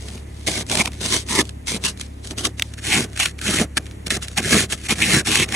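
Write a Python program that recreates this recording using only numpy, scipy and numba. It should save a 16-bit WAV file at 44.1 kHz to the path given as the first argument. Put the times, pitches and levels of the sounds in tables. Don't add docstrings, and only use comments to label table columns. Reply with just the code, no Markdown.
import sys
import numpy as np
from scipy import signal
from scipy.fft import rfft, irfft
from scipy.io import wavfile
from scipy.ndimage import uniform_filter1d
from numba import njit

SR = 44100
rng = np.random.default_rng(int(sys.argv[2]) if len(sys.argv) > 2 else 0)


def store_wav(level_fs):
    pcm = np.round(np.clip(np.atleast_2d(level_fs), -1, 1) * 32767)
    wavfile.write(sys.argv[1], SR, pcm.T.astype(np.int16))


N = 244755

# (time [s], hiss level [dB])
STROKE_CURVES = [
    [(0.462, -46), (0.468, -24), (0.478, -19.5), (0.494, -26.5), (0.592, -25.5), (0.628, -32.5),
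     (0.64, -81)],
    [(0.665, -49), (0.715, -26), (0.747, -23.5), (0.755, -26), (0.765, -32), (0.769, -26), (0.819, -17.5),
     (0.83, -34)],
    [(0.835, -34), (0.847, -33), (0.859, -25.5), (0.867, -42), (0.877, -23.5), (0.9, -70)],
    [(1.0, -41), (1.008, -29.5), (1.068, -24), (1.074, -29.5), (1.144, -16.5), (1.226, -37.5), (1.25, -56)],
    [(1.265, -45), (1.301, -26.5), (1.401, -17.5), (1.413, -19), (1.43, -46)],
    [(1.655, -61), (1.671, -29), (1.685, -21.5), (1.723, -28), (1.775, -31.5), (1.79, -65)],
    [(1.81, -53), (1.838, -30), (1.846, -26.5), (1.856, -20), (1.9, -28.5), (1.94, -57)],
    [(1.97, -53), (1.974, -48), (1.99, -47), (1.996, -49), (2.014, -28.5), (2.02, -40), (2.068, -47),
     (2.08, -75)],
    [(2.23, -49), (2.248, -34.5), (2.26, -44), (2.27, -40.5), (2.3, -44.5), (2.312, -32), (2.318, -36),
     (2.345, -67)],
    [(2.365, -53), (2.383, -26.5), (2.431, -37), (2.453, -18), (2.471, -24), (2.481, -46.5), (2.499, -48),
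     (2.52, -61)],
    [(2.78, -40), (2.796, -42), (2.806, -51), (2.848, -31), (2.936, -19.5), (2.976, -20.5), (3.046, -33),
     (3.07, -57)],
    [(3.16, -38), (3.188, -33), (3.2, -19), (3.236, -19.5), (3.25, -28.5), (3.256, -25), (3.314, -45),
     (3.33, -70)],
    [(3.385, -45), (3.409, -45), (3.415, -34.5), (3.439, -30), (3.469, -24), (3.617, -23), (3.647, -36.5),
     (3.665, -68)],
    [(3.76, -44), (3.776, -18), (3.78, -20), (3.8, -67)],
    [(4.06, -49), (4.066, -27.5), (4.072, -28.5), (4.092, -63), (4.106, -21.5), (4.172, -29), (4.182, -59),
     (4.19, -56)],
    [(4.215, -47), (4.225, -28.5), (4.255, -36), (4.265, -51), (4.285, -42), (4.301, -52), (4.311, -45.5),
     (4.36, -50)],
    [(4.365, -35), (4.373, -25.5), (4.381, -19), (4.403, -29), (4.411, -49), (4.415, -33)],
    [(4.42, -32), (4.446, -28.5), (4.494, -23), (4.522, -16.5), (4.604, -19.5), (4.646, -27), (4.66, -39),
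     (4.67, -59)],
    [(4.695, -42), (4.705, -30.5), (4.729, -22), (4.741, -29), (4.77, -51)],
    [(4.775, -44), (4.825, -43.5), (4.869, -28.5), (4.881, -49), (4.887, -24), (4.909, -20), (4.937, -26.5),
     (4.95, -47)],
    [(4.955, -40), (5.027, -20.5), (5.089, -22.5), (5.147, -17), (5.191, -21), (5.213, -27), (5.229, -63),
     (5.235, -49)],
    [(5.245, -50), (5.253, -32.5), (5.279, -18.5), (5.301, -24.5), (5.319, -17.5), (5.443, -24),
     (5.455, -42), (5.46, -42)],
    [(5.485, -40), (5.489, -37.5), (5.519, -34.5), (5.523, -32.5), (5.55, -23)],
]
# (relative blade ring [dB], blade pitch [Hz], relative handle ring [dB],
# handle pitch [Hz], relative glass drum [dB], drum growth over the stroke [dB], glass pitch [Hz])
STROKE_GRIPS = [(-8.5, 1870, -16.5, 460, -5, 3.5, 158), (-9, 2260, -6.5, 655, -2.5, 5, 210),
                (2, 2400, 3, 790, -2.5, 15, 186), (-12.5, 2000, -16.5, 1020, -4, -7, 203),
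                (-10, 1860, -7, 930, -2.5, -4, 240), (-13, 2110, -20, 950, -7, 14.5, 210),
                (-5, 2830, -10.5, 1010, -3.5, -14, 200), (1, 2170, -17, 1000, -13, 3, 125),
                (-14, 2800, -6, 1100, -4, 17, 128), (-9.5, 2920, -7, 1180, -2, -9, 263),
                (-5.5, 2030, -7.5, 850, -4, 6, 210), (-3.5, 2440, -10, 930, -17.5, 16, 170),
                (-12, 1350, -12, 880, -6, 9, 220), (0, 1700, -6, 920, -5.5, -5, 210),
                (-9, 2050, -26, 920, -2, 4, 164), (-10, 3300, -11, 870, -6, -1, 150),
                (-3.5, 2330, -3.5, 760, -1.5, 10, 184), (-15.5, 2030, -16.5, 910, -1.5, -4, 123),
                (-10, 3300, -11, 880, -4, -7, 160), (0, 2400, -7, 900, -10.5, 5.5, 150),
                (-8, 1850, -12, 874, -1.5, -5.5, 180), (-8, 2680, -8, 890, -4, 1, 160),
                (5, 1970, 0.5, 830, 0, -4, 148)]
# (time [s], hiss level [dB])
DRAG_CURVES = [
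    [(0.0, -42), (0.032, -45), (0.152, -42.5), (0.26, -62)],
    [(0.27, -56.5), (0.418, -47.5), (0.46, -47)],
    [(0.91, -50.5), (1.0, -45.5)],
    [(1.435, -51), (1.471, -46), (1.53, -59)],
    [(2.085, -57), (2.23, -59)],
    [(2.58, -41.5), (2.704, -51.5), (2.76, -56)],
    [(3.075, -54), (3.103, -53.5), (3.16, -47)],
    [(3.805, -55), (3.863, -52), (3.96, -57)],
]
DRAG_GRIP = (-2, 2100, -14, 880, -2.5, -5, 123)
# (time [s], half length [s], ring gain [dB], pitch [Hz])
BLADE_SURGES = [(0.48, .015, 2, 2080), (0.56, 0.014, 9, 2140), (0.812, 0.017, 10.5, 2200),
                (1.385, .03, 8, 1950), (1.742, 0.023, 17, 2160), (2.78, 0.023, 16, 1930),
                (2.93, 0.044, 7, 2400), (3.212, 0.015, 2.5, 2430), (3.48, 0.016, 14, 2740),
                (3.587, 0.01, 17.5, 2370), (4.395, 0.01, 6.5, 2260), (4.453, 0.044, 16.5, 1790),
                (4.556, 0.024, 1.5, 2140), (5.035, 0.031, 13, 2570), (5.112, 0.016, 2, 2100),
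                (5.417, .05, 13, 2480)]
# (time [s], half length [s], drum gain [dB], pitch [Hz])
GLASS_THUMPS = [(.49, 0.018, 7, 190), (.61, 0.038, 3, 170), (.715, 0.019, 5, 200), (1.16, 0.031, 0.5, 205),
                (1.37, 0.054, 3, 228), (1.76, 0.031, 2.5, 210), (2.99, 0.029, 3, 167),
                (3.49, 0.018, 8.5, 205), (3.615, 0.05, 8.5, 188), (4.39, 0.013, 2, 185),
                (4.55, 0.07, 2.5, 191), (4.915, 0.027, 11.5, 192), (5.05, 0.022, 1.5, 180),
                (5.18, 0.036, 4.5, 140)]
# (time [s], burst peak before colouring [dB], 60 dB decay [s],
# blade drive over burst [dB])
KNOCKS = [(0.0839, -21, 0.019, -11), (0.176, -38.5, 0.02, 10), (0.4763, -9, 0.016, -11),
          (0.5152, -14, 0.013, -18), (0.6654, -25, 0.012, -19), (0.6974, -12, 0.016, -14),
          (0.7147, -7, 0.013, -15), (0.7532, -2, 0.011, -19), (0.7727, -6.5, 0.011, -6),
          (0.7874, -13, 0.017, -2), (0.7998, -10.5, 0.019, 2), (0.8116, -12, 0.013, -13),
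          (0.857, -10, 0.013, 1.5), (0.8736, -24.5, 0.013, 8), (0.9183, -30, 0.011, 5),
          (0.9325, -32.5, 0.012, 8), (0.9507, -33, 0.0099, -2), (1.061, -8.5, 0.011, -24),
          (1.2868, -19, 0.017, -3), (1.4526, -24.5, 0.016, -17), (1.492, -20.5, 0.017, -27),
          (1.6725, -12, 0.0045, -16), (1.8383, -13.5, 0.013, 1), (1.8557, -6.5, 0.013, -9),
          (1.9743, -25, 0.0083, -23), (1.9974, -17.5, 0.0096, -22), (2.0112, -13, 0.012, -5),
          (2.2722, -20, 0.013, -24), (2.3088, -23, 0.0069, -2), (2.383, -15, 0.0073, -9),
          (2.4515, -4, 0.017, -7.5), (2.596, -10, 0.0088, 4.5), (2.6218, -7, 0.011, 6.5),
          (2.6933, -42, 0.013, -8), (2.737, -24, 0.022, -12), (2.7872, -32.5, 0.014, 3),
          (3.131, -30, 0.015, -1), (3.1628, -20, 0.013, -14), (3.1744, -15.5, 0.013, -15),
          (3.2004, -7.5, 0.015, -5), (3.2567, -10, 0.02, 6.5), (3.3892, -26.5, 0.012, 4.5),
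          (3.415, -17, 0.011, -12), (3.7699, -4.5, 0.017, -16), (3.8566, -33, 0.012, 1),
          (3.8643, -30.5, 0.025, -1), (3.9114, -34.5, 0.01, 9), (4.0677, -12, 0.013, -17),
          (4.0796, -22, 0.014, -11), (4.1047, -6.5, 0.013, -3.5), (4.2253, -18, 0.0079, -20),
          (4.2742, -29, 0.013, -6), (4.2827, -16, 0.011, -14), (4.376, -6, 0.011, -1),
          (4.7002, -23, 0.015, -20), (5.1061, -9, 0.025, -13), (5.3551, -1.5, 0.011, -5),
          (5.3992, -8, 0.0097, 3), (5.4894, -17.5, 0.0064, -6), (5.523, -13, 0.014, -7)]
# (centre [Hz], width [Hz], relative level [dB])
GLASS_MODES = [(105, 13, -5), (131, 54, -1), (201, 10, -18), (210, 53, 2), (309, 16.6, 4.5),
               (364, 34, -0.5), (413, 32, -30), (621, 53, -9)]
BLADE_WIDTHS_HZ = 650, 1540
# (frequency [Hz], relative density [dB per Hz])
HISS_FAR = [(400, -22), (1500, -6), (2600, -7), (3600, -2.5), (4900, -5.5), (6300, -2), (7200, -6.5),
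            (8200, -3.5), (11200, -10.5), (11600, -23), (12100, -52), (16000, -64)]
HISS_NEAR = [(400, -11), (950, -15.5), (1500, -1), (3100, -6.5), (4600, -3), (5600, -1), (8000, -2.5),
             (11200, -8), (11600, -20), (12100, -61), (16000, -62)]
# (frequency [Hz], relative density [dB per Hz])
SIDE_FAR = [(300, -7.5), (700, 1), (1700, -3.5), (3200, 7.5), (4900, 4.5), (6500, -4), (8800, 1.5),
            (11000, -1), (12500, -4), (15700, -10), (16100, -50)]
SIDE_NEAR = [(300, -13), (900, 2.5), (1700, -27), (2400, 4), (3300, 9.5), (5000, 2), (5800, -7),
             (7500, -15), (8600, 4), (9500, -9), (11000, 5.5), (12500, -5.5), (15700, -4), (16100, -50)]
# (frequency [Hz], gain [dB])
NEAR_DIPS = [(760, 2), (950, -9.5), (1150, 3), (4500, 0), (4950, -7), (5400, -0.5)]
# (multiple of the firing rate, relative level [dB])
ENGINE_ORDERS = [(1, -12.5), (2, 3), (3, -2), (4, -15), (5, -24), (6, -18), (7, -19), (8, -17.5)]
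# (frequency [Hz], relative density [dB per Hz])
AIR_MID = [(20, -40), (32, -31), (52, 1), (85, -6), (175, -4), (390, -11.5), (625, -23), (1420, -29.5),
           (1950, -23), (4900, -45.5), (6400, -35.5), (11000, -36.5), (11800, -42), (16000, -90)]
AIR_SIDE = [(25, -25), (114, -1), (230, 6.5), (440, 7.5), (1100, -1.5), (1620, -9), (3100, -8), (4900, -18),
            (6600, -31), (8500, -15), (11100, -10), (15700, -17), (16100, -60)]
# (frequency [Hz], left over right [dB])
PORT_TILT = [(380, -1), (650, -4.5), (1200, 1.5), (2700, -1.5), (3600, 1), (8000, 0.5)]

MOVE_S = 2.7
PRESSED_DB = -31.5
BLADE_DB_PER_DB, HANDLE_DB_PER_DB, GLASS_DB_PER_DB = 0.55, 0.62, -0.1949
GLASS_HZ_PER_DB = -1.5
GLASS_LAG_S = 0.0088
IDLE_HZ, IDLE_DB = 34.84, -35
AIR_MID_DB, AIR_SIDE_DB = -42, -49.5
TOP_HZ = 16500


def strokes():
    hiss_db, (blade_db, blade_hz, handle_db, handle_hz, glass_db, glass_hz) = contact()
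    keep = np.exp(-1 / (GLASS_LAG_S * SR))
    push_db = 20 * np.log10(signal.lfilter([1 - keep], [1, -keep], undb(hiss_db)))
    press_db = hiss_db - PRESSED_DB
    lagged_press_db = push_db - PRESSED_DB

    blade_db, blade_hz = sing(BLADE_SURGES, blade_db + BLADE_DB_PER_DB * press_db, blade_hz)
    handle_db = handle_db + HANDLE_DB_PER_DB * press_db
    glass_db = glass_db + GLASS_DB_PER_DB * lagged_press_db + push_db - hiss_db
    glass_hz = np.maximum(glass_hz + GLASS_HZ_PER_DB * lagged_press_db, 120)
    glass_db, glass_hz = sing(GLASS_THUMPS, glass_db, glass_hz)

    size = crystals(16000, spread_db=0.5, judder_db=1.0, judder_hz=155.2,
                    slips_per_s=160, slip_s=0.00061, slip_gain=2.24)
    snap = level(size * rng.standard_normal(N), 0)
    other_snap = level(size * rng.standard_normal(N), 0)
    edge = level(patchy(snap, depth_db=3.0, per_s=75, width_hz=254.0, plain_db=-1.5), 0)

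    width_hz = place(*BLADE_WIDTHS_HZ)
    blade = ring(ring(edge, blade_hz, width_hz), blade_hz, width_hz) / np.sqrt(width_hz)
    handle = ring(ring(snap, handle_hz, 470), handle_hz, 470)
    answer = drum(snap) + undb(5) * ring(snap, glass_hz, 72)
    glass = level(undb(2.5 * walk(60)) * answer, 0)

    common = level(hissing(edge), 0)
    common = common + level(blade, -8.5) * undb(blade_db)
    common = common + level(handle, -8) * undb(handle_db)
    common = common + glass * undb(glass_db)
    side = level(opposite(other_snap), -2.1) * undb(0.05 * blade_db)
    return np.array([common, side]) * undb(hiss_db)


def contact(lifted_db=-62):
    curves = DRAG_CURVES + STROKE_CURVES
    levels_db = np.array([pressure(c, lifted_db) for c in curves])
    now = levels_db.argmax(axis=0)
    start_s, end_s = np.array([(c[0][0], c[-1][0]) for c in curves])[now].T
    grip = np.array([DRAG_GRIP] * len(DRAG_CURVES) + STROKE_GRIPS, float)[now].T
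    progress = np.clip((np.arange(N) / SR - start_s) / (end_s - start_s), 0, 1)
    grip[4] += grip[5] * (progress - .5)
    grip = np.delete(grip, 5, axis=0)
    return levels_db.max(axis=0), uniform_filter1d(grip, size=300, axis=1)


def pressure(curve, lifted_db, fade_s=0.013):
    s, db = np.transpose(curve)
    s = np.r_[s[0] - fade_s, s, s[-1] + fade_s]
    return np.interp(np.arange(N) / SR, s, np.r_[lifted_db, db, lifted_db])


def crystals(per_s, spread_db, judder_db, judder_hz, slips_per_s, slip_s, slip_gain):
    snaps = (rng.random(N) < per_s / SR) * undb(spread_db * rng.exponential(1, N))
    slips = (rng.random(N) < slips_per_s / SR) * rng.random(N)
    spurts = signal.lfilter([1], [1, -np.exp(-1 / (slip_s * SR))], slips)
    return snaps * undb(judder_db * walk(judder_hz)) * (1 + slip_gain * spurts)


def patchy(snap, depth_db, per_s, width_hz, plain_db):
    rings = np.zeros(N)
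    for hz in np.arange(1300., 11500., 420.):
        gain = undb(depth_db * walk(per_s))
        rings += gain * ring(snap, hz + 90 * walk(14.0), width_hz)
    return level(rings, 0) + level(snap, plain_db)


def sing(swells, db, hz):
    for s, half_s, gain_db, swell_hz in swells:
        swell = np.exp(-((np.arange(N) / SR - s) / half_s) ** 2)
        db, hz = db + gain_db * swell, hz + (swell_hz - hz) * swell
    return db, hz


def drum(force):
    modes = sum(undb(db) * ring(force, hz, width_hz) for hz, width_hz, db in GLASS_MODES)
    return colour(modes, [(30, -26), (80, 1)])


def hissing(snap):
    return place(colour(snap, HISS_FAR), colour(snap, HISS_NEAR))


def opposite(snap):
    return place(colour(snap, SIDE_FAR), colour(snap, SIDE_NEAR))


def place(far, near):
    return np.where(np.arange(N) < MOVE_S * SR, far, near)


def knocks(rise=0.048, blade_hz=2400, side_db=-3, glass_db=-4):
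    t = np.arange(int(.04 * SR)) / SR
    crack, blade_force = np.zeros((2, N + len(t))), np.zeros(N + len(t))
    noises = rng.standard_normal((len(KNOCKS), 2, len(t)))
    for (s, db, t60_s, blade_db), noise in zip(KNOCKS, noises):
        u = t / t60_s
        burst = noise * (1 - np.exp(-u / rise)) * np.exp(-np.log(1000) * u)
        burst = burst * undb(db) / np.abs(burst).max(axis=1, keepdims=True)
        i = int(s * SR)
        crack[:, i:i + len(t)] += burst
        blade_force[i:i + len(t)] += burst[0] * undb(blade_db)
    common_crack, side_crack = crack[:, :N]
    hiss = undb(5.0) * hissing(common_crack)
    blade = undb(8.5) * ring(blade_force[:N], blade_hz, 1180)
    glass = undb(glass_db) * drum(common_crack)
    return np.array([hiss + blade + glass, undb(side_db) * opposite(side_crack)])


def engine():
    phase = 2 * np.pi * np.cumsum(IDLE_HZ * (1 + 0.0093 * walk(10))) / SR
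    stack = sum(undb(db + 0.59 * k * walk(9)) * np.sin(k * phase) for k, db in ENGINE_ORDERS)
    return level(stack, IDLE_DB) * np.array([[1], [.09]])


def air():
    mid, side = (rng.standard_normal(N) * undb(1.5 * walk(6)) for _ in range(2))
    return np.array([level(colour(mid, AIR_MID), AIR_MID_DB), level(colour(side, AIR_SIDE), AIR_SIDE_DB)])


def undb(db):
    return 10 ** (np.asarray(db) / 20)


def level(x, db):
    return x * undb(db) / np.sqrt(np.mean(x ** 2))


def colour(x, points, share=1):
    hz, db = np.transpose(points)
    f = np.maximum(np.arange(N // 2 + 1) * SR / N, 1)
    return irfft(rfft(x) * undb(share * np.interp(np.log(f), np.log(hz), db)), N)


def ring(x, hz, width_hz):
    return svf(x, hz + np.zeros(N), width_hz + np.zeros(N))


@njit
def svf(x, hz, width_hz):
    y, band, low = np.empty(len(x)), 0., 0.
    for i in range(len(x)):
        g, k = np.tan(np.pi * hz[i] / SR), width_hz[i] / hz[i]
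        v = (band + g * (x[i] - low)) / (1 + g * (g + k))
        band = 2 * v - band
        low = low + 2 * g * v
        y[i] = k * v
    return y


def walk(rate_hz):
    k = int(SR / rate_hz)
    held = np.repeat(np.clip(rng.standard_normal(N // k + 1), -1.7, 1.7), k)
    return 1.4 * uniform_filter1d(uniform_filter1d(held, k), k)[:N]


def scene():
    mid, side = strokes() + knocks()
    scraper = np.array([place(mid, colour(mid, NEAR_DIPS)), side])
    mid, side = scraper + air() + engine()
    return np.array([mid + side, mid - side])


def record(dry):
    tilt = PORT_TILT + [(10500, 0)]
    ports = np.array([colour(dry[0], tilt, .5), colour(dry[1], tilt, -.5)])
    rounded = 1.1 * np.tanh(ports / 1.1)
    return signal.sosfilt(signal.ellip(12, .2, 110, TOP_HZ, fs=SR, output="sos"), rounded)


dry = scene()
out = record(dry)
store_wav(out)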